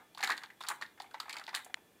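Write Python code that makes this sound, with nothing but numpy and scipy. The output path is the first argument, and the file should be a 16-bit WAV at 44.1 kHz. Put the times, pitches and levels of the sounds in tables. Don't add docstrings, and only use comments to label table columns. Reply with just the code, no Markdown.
import sys
import numpy as np
from scipy import signal
from scipy.fft import rfft, irfft
from scipy.io import wavfile
from scipy.ndimage import uniform_filter1d

SR = 44100
rng = np.random.default_rng(int(sys.argv[2]) if len(sys.argv) > 2 else 0)


def store_pcm(level_fs):
    pcm = np.round(np.clip(level_fs, -1, 1) * 32767).astype(np.int16)
    wavfile.write(sys.argv[1], SR, np.atleast_2d(pcm).T)


def invert_db(x):
    u = np.asarray(x, float) / 20
    return 10 ** u


N = 88200
LEAD = SR // 5
WATER_CUT_HZ = 590


def rms_one(x):
    return x / np.sqrt(np.mean(x ** 2) + 1e-20)


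def fade(t, t60):
    return np.exp(-np.log(1000) * t / max(t60, 1e-3))


def swell(t, attack, t60):
    return (1 - np.exp(-t / attack)) * fade(t, t60)


def high_pass(x, hz, order):
    return signal.sosfilt(signal.butter(order, hz, "high", fs=SR, output="sos"), x)


def resonate(x, peaks):
    out = 0
    for k, (hz, width, db) in enumerate(peaks):
        r = np.exp(-np.pi * width / SR)
        zeros = [(1 - r * r) / 2, 0, (r * r - 1) / 2]
        poles = [1, -2 * r * np.cos(2 * np.pi * hz / SR), r * r]
        out = out + (-1) ** k * invert_db(db) * signal.lfilter(zeros, poles, x + 1e-18)
    return out


def add(track, start_s, sound):
    i = int(start_s * SR) + LEAD
    track[i:i + len(sound)] += sound[:len(track) - i]


# (pitch_hz, level_db)
HISS_COLOUR = [(29, -22), (50, -16), (125, -6), (371, -2.5), (973, -11.5), (3300, -17), (4560, -21.5),
               (16000, -22)]
# (pitch_hz, level_db)
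WHINES = [(1755, -81), (2412, -80.5), (3402, -80.5)]
HISS_DB, WHINE_WIDTH_HZ = -66.5, 30


def background():
    hz = np.maximum(np.arange(N // 2 + 1) * SR / N, 1)
    colour_hz, colour_db = np.transpose(HISS_COLOUR)
    colour = invert_db(np.interp(np.log(hz), np.log(colour_hz), colour_db))
    hiss = irfft(rfft(rng.standard_normal(N)) * colour, N)
    out = invert_db(HISS_DB) * rms_one(hiss)
    for pitch_hz, level_db in WHINES:
        peak = [(pitch_hz, WHINE_WIDTH_HZ, 0)]
        whine = resonate(resonate(rng.standard_normal(N), peak), peak)
        out = out + invert_db(level_db) * rms_one(whine)
    return out


PLOP_CYCLES, PLOP_ATTACK_S, PLOP_RISE = 11.44, 0.001, 0.041


def air_pocket(pitch_hz, t60):
    t = np.arange(SR // 10) / SR
    return swell(t, PLOP_ATTACK_S, t60) * np.sin(2 * np.pi * pitch_hz * (t + PLOP_RISE * t ** 2 / t60))


# (start_s, level_db, pitch_hz, splash_db)
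PLOPS = [(0.151, -43.5, 850, -11.5), (0.175, -35.5, 1050, -4), (0.19, -37, 1350, -0.5),
         (0.204, -34.5, 844, -2.5), (0.214, -29, 1760, -27), (0.234, -17.5, 1900, -4.5),
         (0.251, -21, 1830, -10.5), (0.274, -36.5, 1290, 7.5), (0.288, -28.5, 1680, -3),
         (0.297, -15.5, 1120, -15.5), (0.303, -23.5, 1640, -3), (0.305, -28, 1770, -7),
         (0.3168, -19, 1850, -11), (0.378, -28, 1770, -14), (0.417, -35.5, 1930, -11),
         (0.4355, -31.5, 1460, -3.5), (0.502, -37, 1780, -9), (0.607, -38.5, 1010, 0),
         (0.637, -31, 1480, -6.5), (0.689, -25.5, 1550, -9.5), (0.701, -25, 1110, -5),
         (0.7115, -25.5, 1020, -3), (0.812, -37, 1120, 5), (0.823, -19, 1767, -16),
         (0.976, -44, 1610, -2), (1.002, -29, 846, -8), (1.04, -57.5, 810, 15),
               (1.112, -44, 1410, -7), (1.143, -28.5, 875, -3.5), (1.201, -27.5, 1230, -7),
               (1.229, -38, 1300, -5), (1.256, -45, 912, 5), (1.28, -41.5, 880, 3),
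               (1.295, -29.5, 2140, -5.5), (1.306, -41.5, 2130, 0), (1.328, -27, 2430, -16),
               (1.338, -40.5, 1075, 2), (1.354, -39.5, 1140, 0.5), (1.367, -31, 2200, -3),
               (1.393, -45.5, 747, 10.5), (1.412, -43, 1310, 3), (1.479, -31.5, 857, 1),
               (1.489, -33.5, 1820, -3.5), (1.53, -34, 890, -2.5), (1.544, -22, 1640, -5),
               (1.57, -31.5, 1940, -2.5), (1.661, -46, 712, 3.5), (1.697, -44, 723, -2),
               (1.77, -53, 730, 6.5),
         (0.2278, -17, 1750, -10.5),
    (0.321, -25, 1730, -7.5),
    (0.646, -41, 1270, 4),
    (0.679, -35, 1000, 2),
    (0.719, -30.5, 1050, -35),
    (1.062, -48.5, 2290, -5.5),
    (1.181, -40.5, 2300, -14),
    (1.558, -36, 1300, 1.5),
    (1.590, -49, 1060, 10.5),
    (0.611, -50, 3600, 8),
]
# (pitch_hz, width_hz, level_db)
LOW_GLASS_AIR = [(834, 200, -4), (1310, 290, -3), (1750, 860, -2), (2200, 996, -4.5)]
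EARLIER_LAP = (-0.14, -4, 1190, 0)
PLOP_TRIM_DB, OVERTONE_DB, OVERTONE_RATIO = 4, -32, 1.67
CHURN_WIDTH, CHURN_DB = 0.17, 1.5
SPLASH_T60_S, SPLASH_ATTACK_S, SPLASH_DB, SPLASH_LUMP_DB = 0.056, 0.0011, -1.5, 1
SLOSH_HZ, SLOSH_WIDTH_HZ, SLOSH_DB, SLOSH_T60_S, SLOSH_ATTACK_S = 305, 470, -20.5, 0.087, 0.0073


def plops():
    out, splash, slosh = np.zeros((3, N + LEAD))
    rows = PLOPS + [EARLIER_LAP]
    t = np.arange(SR // 10) / SR
    for start_s, level_db, pitch_hz, splash_db in rows:
        gain, t60 = invert_db(level_db + PLOP_TRIM_DB), PLOP_CYCLES / pitch_hz
        overtone = invert_db(OVERTONE_DB) * air_pocket(pitch_hz * OVERTONE_RATIO, t60 / 2)
        add(out, start_s, gain * (air_pocket(pitch_hz, t60) + overtone))
        add(slosh, start_s, gain * invert_db(SLOSH_DB) * swell(t, SLOSH_ATTACK_S, SLOSH_T60_S))
        burst = gain * invert_db(splash_db) * swell(t, SPLASH_ATTACK_S, SPLASH_T60_S)
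        add(splash, start_s, burst * invert_db(SPLASH_DB))
        churn = burst * rng.standard_normal(len(t))
        add(out, start_s, 2 * resonate(churn, [(pitch_hz, CHURN_WIDTH * pitch_hz, CHURN_DB)]))
    lumps = invert_db(SPLASH_LUMP_DB * rms_one(uniform_filter1d(rng.standard_normal(N + LEAD), size=130)))
    out = out + 2 * resonate(splash * lumps * rng.standard_normal(N + LEAD), LOW_GLASS_AIR)
    body = [(SLOSH_HZ, SLOSH_WIDTH_HZ, 0)]
    dull = resonate(resonate(slosh * rng.standard_normal(N + LEAD), body), body)
    return high_pass(out, WATER_CUT_HZ, order=4) + dull


# (start_s, level_db, spray_db above the glass ring)
SNAPS = [(0.1476, -44.5, -9), (0.174, -40.5, -21), (0.1804, -44, -4.5), (0.192, -45, -21),
         (0.2065, -33.5, -17), (0.2142, -45, -3), (0.228, -26, -31), (0.244, -25, -9),
         (0.273, -28.5, -12), (0.3015, -26, -15), (0.3163, -34, -4.5), (0.367, -46, -3),
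         (0.377, -36.5, -8), (0.4348, -37.5, -14), (0.606, -51, 3), (0.625, -42.5, -11),
         (0.636, -41, -8.5), (0.6665, -37.5, -14), (0.6711, -38, -22), (0.6862, -27, 2.5),
         (0.7004, -53, -22), (0.8125, -38, -25), (0.8225, -34.5, -14),
         (1, -35, -20), (1.0192, -45.5, -3), (1.11, -52, -9), (1.1374, -55, -17),
               (1.1421, -39.5, -39), (1.2006, -29.5, -11), (1.204, -64, -24), (1.222, -48, -27),
               (1.294, -34, -8), (1.3064, -39.5, -14), (1.328, -36, -8), (1.341, -37, -18),
               (1.367, -36, -11.5), (1.384, -39, -15), (1.3963, -43, -11), (1.4382, -41.5, -15.5),
               (1.4661, -46, -13), (1.478, -42, -16), (1.4913, -40.5, -23), (1.5266, -50, -15),
               (1.542, -37.5, -14), (1.5484, -22, -7.5), (1.646, -50, 9.5),
         (0.236, -28, -4),
    (0.291, -38, -2.5),
    (.322, -33, -29),
    (0.61, -56, 3),
    (0.861, -48, -20),
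    (1.559, -32.5, -3.5),
]
# (pitch_hz, width_hz, level_db)
HIGH_GLASS_AIR = [(3070, 810, -4.5), (3710, 383, 2.5), (4400, 590, 0.87), (5510, 1630, -17.5)]
# (pitch_hz, width_hz, level_db)
SPRAY_COLOUR = [(7000, 900, 3), (9560, 1320, 0), (11170, 2600, -5.5), (15900, 2200, -10.5)]
SNAP_T60_S, SPRAY_T60_S, SNAP_TRIM_DB, SPRAY_TRIM_DB = 0.012, 0.012, 4.5, 8.5
SNAP_ATTACK_S, BREAK_DB = 0.00078, 8.5
CRACKLE_DB, CRACKLE_T60_S, CRACKLES_PER_S = -14.5, 0.08, 1080


def snaps():
    ring, spray = np.zeros((2, N + LEAD))
    t = np.arange(SR // 10) / SR
    rise = 1 - np.exp(-t / SNAP_ATTACK_S)
    first_break = invert_db(BREAK_DB) * (np.arange(len(t)) == SR // 2000)
    for start_s, level_db, spray_db in SNAPS:
        ring_noise, spray_noise = rng.standard_normal((2, len(t)))
        crackles = rng.random(len(t)) < CRACKLES_PER_S / SR
        grains = signal.lfilter([1], [1, -.97], crackles)
        trail = invert_db(CRACKLE_DB) * grains * fade(t, CRACKLE_T60_S)
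        ring_shape = first_break + rise * (fade(t, SNAP_T60_S) + trail)
        spray_shape = first_break / 2 + rise * (fade(t, SPRAY_T60_S) + trail)
        add(ring, start_s, invert_db(level_db + SNAP_TRIM_DB) * ring_shape * ring_noise)
        add(spray, start_s, invert_db(level_db + spray_db + SPRAY_TRIM_DB) * spray_shape * spray_noise)
    ringing = high_pass(resonate(ring, HIGH_GLASS_AIR) * 2, 1300, order=2)
    return ringing + high_pass(resonate(spray, SPRAY_COLOUR), 5350, order=2)


# (start_s, level_db, pitch_hz, fade_cycles)
DROPS = [(.2303, -27, 4350, 16), (.2385, -30, 1920, 12), (.2458, -23, 3900, 12),
         (.2742, -28, 3720, 29), (.3085, -14, 1780, 13), (0.313, -22, 1500, 7.1),
         (0.315, -25, 4400, 14), (.322, -25.5, 4230, 18), (.3245, -38, 1990, 17),
         (0.329, -16, 1300, 4.6), (0.4269, -41, 1160, 16), (0.436, -42, 2140, 19),
         (.444, -37, 1920, 15), (.460, -32, 3800, 10), (0.506, -39, 1800, 14), (0.666, -45, 3600, 12),
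         (0.672, -41, 3800, 18), (.682, -38, 3900, 13), (.606, -44, 3800, 91),
         (.609, -28.5, 1050, 6.4), (.638, -42, 3850, 14), (0.712, -23, 1040, 7.5),
         (.8145, -48, 4200, 16), (0.815, -34.5, 7000, 25), (.8235, -42, 4430, 21),
         (.701, -28, 3920, 14), (0.7154, -32, 1130, 8), (.7255, -30, 1140, 7.1),
         (1.2954, -29, 4150, 13), (1.3082, -50, 4200, 12), (1.002, -31, 3580, 17),
               (1.18, -53, 2300, 15), (1.2002, -27, 4400, 11), (1.3285, -28.5, 7600, 23),
               (1.3412, -34.5, 4200, 14), (1.3675, -28, 4540, 18), (1.367, -36, 7140, 23),
               (1.374, -40, 2200, 15), (1.384, -34.5, 7000, 26), (1.5493, -21, 4300, 9),
               (1.482, -28, 1730, 9), (1.663, -47, 706, 40),
         (.3016, -16, 1900, 6),
    (.3017, -24, 4300, 16),
    (.6856, -21, 4000, 18),
    (.6857, -23, 7200, 24),
    (.6858, -25, 9800, 28),
    (.6859, -28, 14000, 36),
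    (1.3283, -31, 5000, 18),
    (1.647, -39, 7200, 25),
    (1.6472, -45, 5400, 14),
    (1.7712, -48, 850, 14),
]
DROP_ATTACK_S, DROP_RISE = .0003, .05


def drops():
    out, t = np.zeros(N + LEAD), np.arange(SR // 20) / SR
    for start_s, level_db, pitch_hz, fade_cycles in DROPS:
        t60 = fade_cycles / pitch_hz
        ping = np.sin(2 * np.pi * pitch_hz * t * (1 + DROP_RISE * t / t60))
        add(out, start_s, invert_db(level_db) * swell(t, DROP_ATTACK_S, t60) * ping)
    return high_pass(out, WATER_CUT_HZ, order=2)


# (low_hz, high_hz, level_db, t60_s)
TILE_BANDS = [(144, 400, -2.5, 0.21), (717, 1010, -5.5, 0.24), (1250, 2200, -5, 0.22),
              (2940, 4600, -7.5, 0.23), (5470, 21000, -6.5, 0.19)]
ROOM_GAP_S, ECHO_PATCHY_DB = .0045, 3


def bathroom(x):
    t = np.arange(SR // 2) / SR
    lumps = invert_db(ECHO_PATCHY_DB * rms_one(uniform_filter1d(rng.standard_normal(len(t)), size=90)))
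    onset = np.clip(t / ROOM_GAP_S - 1, 0, 1)
    mean_fade = fade(t, .28)
    spectrum = rfft(rng.standard_normal(len(t)) * lumps * onset * mean_fade)
    even = irfft(spectrum / np.sqrt(uniform_filter1d(np.abs(spectrum) ** 2, size=11)), len(t))
    echoes = even * onset * (t < .4) / np.sqrt(np.sum(even ** 2))
    tail = 0
    for low_hz, high_hz, level_db, t60 in TILE_BANDS:
        band = signal.butter(2, [low_hz, high_hz], "band", fs=SR, output="sos")
        tail = tail + invert_db(level_db) * fade(t, t60) / mean_fade * signal.sosfilt(band, echoes)
    return signal.fftconvolve(x, tail)[:len(x)]


# (pitch_hz, level_db, t60_s)
TICK_MODES = [(1300, -16, 0.0036), (1920, 9.5, 0.0042), (2300, 2, 0.0052), (3010, 1, 0.0062),
              (3800, -5.5, 0.0058), (4200, -7, 0.01), (5200, -6, 0.003), (5860, -4, 0.0024),
              (7250, -8.5, 0.0049), (9100, -4, .002)]
TICK_S, TICK_DB, TICK_ATTACK_S, TICK_CUT_HZ = 1.7427, -23.5, 0.00021, 510


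def tick():
    out, t = np.zeros(N + LEAD), np.arange(SR // 40) / SR
    for k, (pitch_hz, level_db, t60) in enumerate(TICK_MODES):
        mode = swell(t, TICK_ATTACK_S, t60) * np.sin(2 * np.pi * pitch_hz * t)
        add(out, TICK_S, (-1) ** k * invert_db(TICK_DB + level_db) * mode)
    return high_pass(out[LEAD:], TICK_CUT_HZ, order=2)


def scene():
    glass = plops() + snaps() + drops()
    in_room = (glass + bathroom(glass))[LEAD:]
    return (in_room + tick() + background())[None]


def low_pass(x):
    return signal.sosfilt(signal.butter(12, 16650, fs=SR, output="sos"), x)


def record(dry):
    top_cut = signal.cheby2(10, 60, 16800, fs=SR, output="sos")
    return low_pass(signal.sosfilt(top_cut, dry))


dry = scene()
out = record(dry)
store_pcm(out)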